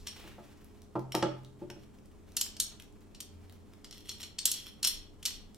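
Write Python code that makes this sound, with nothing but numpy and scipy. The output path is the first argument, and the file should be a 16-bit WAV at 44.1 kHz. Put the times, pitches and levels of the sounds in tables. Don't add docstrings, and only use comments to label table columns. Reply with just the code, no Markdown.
import sys
import numpy as np
from scipy import signal
from scipy.fft import rfft, irfft, next_fast_len
from scipy.io import wavfile
from scipy.ndimage import map_coordinates

SR = 44100
rng = np.random.default_rng(int(sys.argv[2]) if len(sys.argv) > 2 else 0)


def wrap_up_sound(samples):
    columns = np.atleast_2d(samples).T
    tamed = np.clip(columns, -1, 1)
    steps = np.round(tamed * 32767).astype(np.int16)
    wavfile.write(sys.argv[1], SR, steps)


N = 245632

# f/Hz, level/dB, T60/s
TUBE_MODES = [(1980, -28, 0.13), (2963, -8, 0.079), (3185, -16.5, 0.16), (3375, -18.5, 0.16),
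              (4155, -11, 0.18), (4340, -5, 0.044), (4680, -13.5, 0.036), (5350, -13.5, 0.19),
              (5540, -3, 0.089), (5586, -13, 0.25), (6900, -11, 0.026), (7550, -14.5, 0.081),
              (8640, -10.5, 0.061), (8420, -8.5, .05), (9910, -8.5, 0.023), (10900, -9.5, .065),
              (10870, -10.5, .17), (11300, -7, .045), (13120, -17, 0.13), (13300, -12, 0.031),
              (15200, -15, .09)]


def amp(db):
    return 10 ** (np.asarray(db) / 20)


def unit(x):
    return x / np.sqrt(np.mean(x ** 2) + 1e-20)


def along(points, hz):
    f, v = np.transpose(points)
    return np.interp(np.log(hz + 1), np.log(f + 1), v)


def wobble(rate):
    return map_coordinates(rng.standard_normal(int(N * rate / SR) + 4), [np.arange(N) * rate / SR])


def filtered(x, response):
    n = x.shape[-1]
    m = next_fast_len(n + 4096)
    return irfft(rfft(x, m) * response(np.fft.rfftfreq(m, 1 / SR)), m)[..., :n]


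def noise(spectrum, shape):
    return unit(filtered(rng.standard_normal(shape), lambda hz: amp(along(spectrum, hz))))


def spread(pair, side_db):
    side = amp(side_db) * pair[1]
    return np.array([pair[0] + side, pair[0] - side]) / np.hypot(1, amp(side_db))


def add(track, s, sound):
    start = max(round(s * SR), 0)
    part = track[..., start:start + sound.shape[-1]]
    part += sound[..., :part.shape[-1]]


def swells(rows, rest_db, attack_s, release_s, sag_db_per_s=0):
    start, length, db = np.transpose(rows)[..., None]
    t = np.arange(N) / SR - start
    level = db - 60 * np.maximum(-t, 0) / attack_s - sag_db_per_s * np.clip(t, 0, length)
    level -= 60 * np.maximum(t - length, 0) / release_s
    return np.sqrt(amp(rest_db) ** 2 + np.sum(amp(np.maximum(level, -200)) ** 2, axis=0))


def ring(modes, t, scatter_db, detune):
    hz, db, t60 = np.transpose(modes)[..., None]
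    level = db + scatter_db * rng.standard_normal(db.shape)
    hz = hz * (1 + detune * rng.standard_normal(db.shape))
    sign = (-1) ** np.arange(len(modes))[:, None]
    return np.sum(sign * amp(level - 60 * t / t60) * np.sin(2 * np.pi * hz * t), axis=0)


def in_room(x, wet_db, early_db=-11, early_t60=0.067, side_db=-2):
    # f/Hz, T60/s
    walls = [(100, 0.45), (300, 0.41), (1000, 0.43), (3000, 0.44), (7000, 0.3), (15000, 0.19)]
    hz, t, z = signal.stft(rng.standard_normal((2, SR // 2)), SR, nperseg=256)
    tail = signal.istft(z * amp(-60 * t / along(walls, hz)[:, None]), SR, nperseg=256)[1]
    t = np.arange(tail.shape[1]) / SR
    tail *= 1 - np.exp(-t / 0.0043)
    early = rng.standard_normal(tail.shape) ** 3 * amp(-60 * t / early_t60) * (1 - np.exp(-t / 0.012))
    response = spread(amp(wet_db) * unit(tail) + amp(early_db) * unit(early), side_db) / np.sqrt(len(t))
    return x + signal.fftconvolve(x[None], response, axes=1)[:, :len(x)]


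def room_tone():
    # f/Hz, level/dB
    air_spectrum = [(12, -29), (20, -5.5), (65, 0), (138, -4), (222, -2), (377, -7.5), (430, -11),
                    (560, -14.5), (1100, -21), (2000, -33), (4700, -38), (7500, -34), (16000, -46.5)]
    # f/Hz, level/dB
    partials = [(210, -68), (296, -70.5), (415, -70.5)]
    # t/s, duration/s, level/dB
    drone_swells = [(0, 0.071, -59.5), (3.34, 0.3, -55.5), (4.08, 0.16, -61.5)]
    rumble_swells = [(0, .03, -54), (.24, 0.063, -56.5), (4.91, 0.079, -53), (5.15, 0.27, -57.5)]
    rumble_spectrum = [(10, -15), (25, 3), (45, -3), (70, -19.5), (200, -63.5), (1000, -120)]
    t = np.arange(N) / SR
    tone = lambda hz, waver: np.sqrt(2) * np.sin(2 * np.pi * hz * t + waver * wobble(6.1))
    slow_swells = lambda rows, rest_db: swells(rows, rest_db, attack_s=0.26, release_s=0.56)
    hum = sum(amp(db + 1.9 * wobble(4.4)) * tone(hz, waver=0.77) for hz, db in partials)
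    drone = slow_swells(drone_swells, rest_db=-65) * amp(1.6 * wobble(5)) * tone(hz=87, waver=0.87)
    rumble = slow_swells(rumble_swells, rest_db=-62) * spread(noise(rumble_spectrum, (2, N)), -2.5)
    air = amp(-57.5) * spread(noise(air_spectrum, (2, N)), side_db=-2.5)
    return air + hum + drone + rumble


def sliding_palm(log_width=0.48, skirt_db=-9):
    # t/s, relative level/dB, centre f/Hz
    slide = [(0, -64.5, 4800), (.1, -77, 4200), (.18, -60, 3100), (.26, -57, 2400), (.34, -63.5, 2100),
             (.45, -87, 2000), (.7, -95, 2000)]
    times, db, centre = np.transpose(slide)
    hz, t, z = signal.stft(rng.standard_normal(N), SR, nperseg=256)
    offset = np.log((hz[:, None] + 1) / np.interp(t, times, centre))
    band = np.exp(-(offset / log_width) ** 2) + amp(skirt_db - 3.6 * np.abs(offset))
    hiss = signal.istft(z * band, SR, nperseg=256)[1][:N]
    level = np.interp(np.arange(N) / SR, times, db)
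    return in_room(amp(level - 2) * unit(hiss), wet_db=-8)


def fitting_db(hz):
    # f/Hz, width/Hz, boost/dB
    peaks = [(4400, 250, 3), (5544, 410, 6.5), (6670, 410, 5), (7620, 130, 9), (8640, 290, 9.5),
             (10000, 220, 7.5), (11100, 180, 7.5), (11600, 210, 3), (13030, 280, 5.5)]
    return sum(db / (1 + (2 * (hz - centre) / width) ** 2) for centre, width, db in peaks)


def clinks(graze_s=.003, graze_db=-15, spot_db=6.5, spot_log_width=0.079):
    # t/s, level/dB, body/dB, sparkle/dB, favoured f/Hz, tube ring/dB
    impacts = [(0.0705, -27, -11.5, -19, 5400, 4), (1.1208, -29, -1.5, -12, 5430, 7),
               (1.1499, -20, -5.5, -12.5, 5480, -1.5), (1.226, -23.5, -2, -30, 1600, 0),
               (1.701, -35, 0.5, -16, 5450, 1.5), (2.3672, -17, -21, -10, 6940, -12),
               (2.3714, -22.5, -16, -10.5, 4400, -3.5), (2.4115, -15, -19.5, -10.5, 7090, -11),
               (2.5666, -36.5, -15.5, -18, 4900, -8.5), (2.6002, -13, -24, -11, 8650, -2),
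               (2.7988, -38.5, -4.5, -9, 2400, -10), (3.1476, -41.5, -15, -24, 4200, 3),
               (3.2041, -29, -16.5, -10, 8800, -8), (3.8445, -36.5, -11, -18.5, 4880, -1),
               (3.9101, -37, -11, -15, 5300, -2), (3.926, -37.5, -10.5, -22, 5140, -2),
               (4.0927, -26, -17, -21.5, 3430, 5.5), (4.2294, -35, -16, -18, 3400, 2.5),
               (4.2348, -31.5, -13, -24, 4200, -0.5), (4.3849, -32, -15.5, -29, 4400, -2),
               (4.3879, -22, -21, -22, 4500, 1.5), (4.4549, -9.5, -25.5, -10, 7560, -5.5),
               (4.5151, -17, -26, -9, 6730, -3), (4.539, -26.5, -14, -18.5, 4200, 0),
               (4.8293, -19, -20, -15, 4480, -5), (4.8422, -19, -15.5, -19, 5350, 7),
               (4.8477, -12, -18.5, -16.5, 5510, 0.5), (4.8722, -14.5, -29, -5.5, 4170, 2),
               (5.228, -35.5, -12, -13, 3420, 1), (5.2535, -19.5, -24, -17, 5840, -11),
               (5.2588, -18.5, -19.5, -12, 4260, -4)]
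    # f/Hz, level/dB
    contact_spectrum = [(150, -41.5), (500, -23), (900, -13), (2200, -7.5), (3000, 3.5), (5500, -0.5),
                        (8500, -3.5), (9400, -9), (12000, -3), (13200, -9), (14000, -20), (15200, -10.5),
                        (16000, -23)]
    loose_to_firm_db = [-19, -2]
    out, t = np.zeros((2, N)), np.arange(SR // 2) / SR
    after = np.maximum(t - graze_s, 0)
    attack = np.maximum(amp(graze_db) * np.minimum(t / graze_s, 1), 1 - np.exp(-after / 0.00031))
    for s, db, body_db, sparkle_db, spot_hz, ring_db in impacts:
        chatter_t60 = np.interp(body_db, loose_to_firm_db, [.025, .014])
        depth = np.interp(body_db, loose_to_firm_db, [1.4, .32])
        chatter = filtered(noise(contact_spectrum, len(t)), lambda hz: amp(depth * fitting_db(hz)))
        seating = amp(-60 * np.minimum(after / chatter_t60, 3) ** 1.39)
        tube = amp(ring_db - 11) * ring(TUBE_MODES, after, scatter_db=1.5, detune=0.0011)
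        hit = (unit(chatter) * seating + tube) * attack
        colour = [(2000, body_db + 16.5), (4200, 0.0025), (8000, 0.0028), (11500, sparkle_db + 13.5)]
        spot = lambda hz: spot_db * np.exp(-(np.log((hz + 1) / spot_hz) / spot_log_width) ** 2)
        hit = filtered(hit, lambda hz: amp(along(colour, hz) + spot(hz)))
        hit /= np.std(hit[:SR // 140])
        add(out, s - graze_s, in_room(amp(db - 11.5) * hit, wet_db=-5.5))
    return out


def rubbing(grit_db=6, ring_db=6, width_hz=45):
    # t/s, duration/s, relative level/dB
    strokes = [(.072, 0.0064, -39), (1.78, 0.055, -65.5), (3.42, .26, -73), (3.935, 0.32, -53),
               (4.06, .025, -49), (4.092, .03, -44.5), (4.205, .035, -46), (4.46, 0.03, -34.5),
               (4.53, 0.16, -44.5), (4.85, 0.063, -34), (5.262, 0.011, -34.5), (5.34, .015, -50)]
    colour = [(300, -28), (1200, -9), (2000, -8.5), (3300, 0.5), (4200, -5), (5500, -10),
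              (9000, -14), (12000, -11), (15000, -15), (16000, -24)]
    slips = rng.standard_normal(N) * unit(amp(grit_db * wobble(500) + 2.8 * wobble(60)))
    contact = lambda f: amp(along(colour, f) + fitting_db(f))
    tube = lambda f: sum(t60 / 0.11 * 1j * f * width_hz / (hz * hz - f * f + 1j * f * width_hz)
                         for hz, _, t60 in TUBE_MODES)
    scrape = filtered(slips, lambda f: contact(f) * (1 + amp(ring_db) * tube(f)))
    envelope = swells(strokes, rest_db=-82.5, attack_s=0.033, release_s=0.19, sag_db_per_s=33.5)
    return in_room(amp(-5.5) * envelope * unit(scrape), wet_db=-5.5)


def sleeves():
    # t/s, duration/s, relative level/dB
    movements = [(.15, 0.1, -56.5), (.44, 0.24, -64.5), (2.3, .42, -68.5), (3.7, 0.05, -70)]
    # f/Hz, level/dB
    cloth_spectrum = [(150, -16.5), (400, -1), (1200, -0.5), (2600, -3), (5000, -8), (10000, -13.5),
                      (16000, -16)]
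    brush = unit(noise(cloth_spectrum, N) * amp(4.4 * wobble(60)))
    envelope = swells(movements, rest_db=-71, attack_s=.5, release_s=0.71)
    return in_room(amp(-4) * envelope * brush, wet_db=-3.5)


def knocks(settle_s=0.0398, settled_db=-7):
    # t/s, level/dB, cut-off f/Hz, relative boom/dB
    blows = [(.238, -54, 1700, -5), (.381, -49, 1400, -9), (0.9537, -30, 1280, -6.5),
             (1.144, -28, 1830, -12), (1.2241, -25, 2150, -9.5), (1.614, -36, 395, -15),
             (1.698, -47, 680, -12.5), (1.757, -47, 380, -14.5)]
    # f/Hz, level/dB, T60/s
    modes = [(130.2, 0, 1), (177.5, -6.5, 0.177), (223.5, -9.5, 0.16), (319.4, -2, 0.25),
             (356.2, -4.5, 0.43), (406.6, -15.5, 0.56), (483.4, -11, 0.18), (575, -4, 0.12),
             (592, -7.5, 0.22), (683, -11, 0.2), (846, -6.5, 0.18), (900, -6.5, 0.16), (1020, -16, 0.17),
             (1205, -12, 0.2), (1290, -9.5, 0.1), (1348, -9.5, 0.13), (1635, -28, 0.1), (1810, -28, 0.078)]
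    # f/Hz, level/dB
    thud_spectrum = [(60, -27), (170, -18), (350, 7.5), (900, 9.5), (1400, -0.5), (2200, -8.5),
                     (5000, -5.5)]
    out, t = np.zeros((2, N)), np.arange(SR) / SR
    shudder = amp(np.interp(t, [0, settle_s, settle_s + 0.0042], [-2, 2, settled_db]))
    table_hz, table_db, table_t60 = modes[0]
    boom = amp(table_db - 60 * t / table_t60) * np.sin(2 * np.pi * table_hz * t)
    boom *= 1 - np.exp(-t / 0.0074)
    for s, db, cutoff_hz, boom_db in blows:
        plate = ring(modes[1:], t, scatter_db=0, detune=0.0029)
        thud = amp(5 - 60 * t / 0.07) * noise(thud_spectrum, len(t))
        blow = (plate + thud) * shudder * (1 - np.exp(-t / 0.00071))
        softness = signal.butter(2, cutoff_hz, fs=SR, output="sos")
        knock = amp(db) * signal.sosfilt(softness, blow)
        add(out, s, in_room(knock, wet_db=-8, early_db=-11.5, side_db=-3.5))
        add(out, s, amp(db + boom_db) * boom)
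    return out


def ticks(faint_count=14, faint_db=-58, scatter_db=3, t60=0.0096):
    # t/s, relative level/dB, centre f/Hz
    touches = [(.645, -46, 12000), (.819, -45.5, 7500), (.994, -42, 4900), (1.448, -44.5, 5170),
               (1.987, -53, 4500), (2.058, -52, 8000), (2.32, -45.5, 6040), (2.464, -34, 3960),
               (2.823, -40, 4350), (3.497, -44, 4050), (3.525, -43.5, 1520), (3.736, -45.5, 3500),
               (3.98, -41.5, 5530), (4.2, -42, 4200), (5.546, -42.5, 5920)]
    out, t = np.zeros(N), np.arange(SR // 20) / SR
    faint = [(rng.uniform(0.44, 3.2), faint_db + rng.uniform(-scatter_db, scatter_db), 7500)
             for _ in range(faint_count)]
    for s, db, hz in list(touches) + faint:
        snap = noise([(hz / 8, -18), (hz / 2, -2), (hz, 0), (hz * 2, -9)], len(t))
        add(out, s, amp(db - 5 - 60 * t / t60) * snap)
    return in_room(out, wet_db=-3)


def scene():
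    metal = (clinks() + ticks() + rubbing()) * amp([[.2], [-.2]])
    work = metal + knocks() * amp([[-.3], [.3]]) + sleeves() + sliding_palm()
    lag = [(100, 0.069), (500, 0.32), (1200, 0.15), (2500, 0.35),
           (4500, 0.72), (8000, 0.9), (13000, 1.0)]
    return filtered(work, lambda hz: np.exp(.5j * along(lag, hz) * np.array([[-1], [1]]))) + room_tone()


def record(dry):
    return filtered(dry, lambda hz: np.clip((15900 - hz) / 200 + .5, 0, 1))


dry = scene()
out = record(dry)
wrap_up_sound(out)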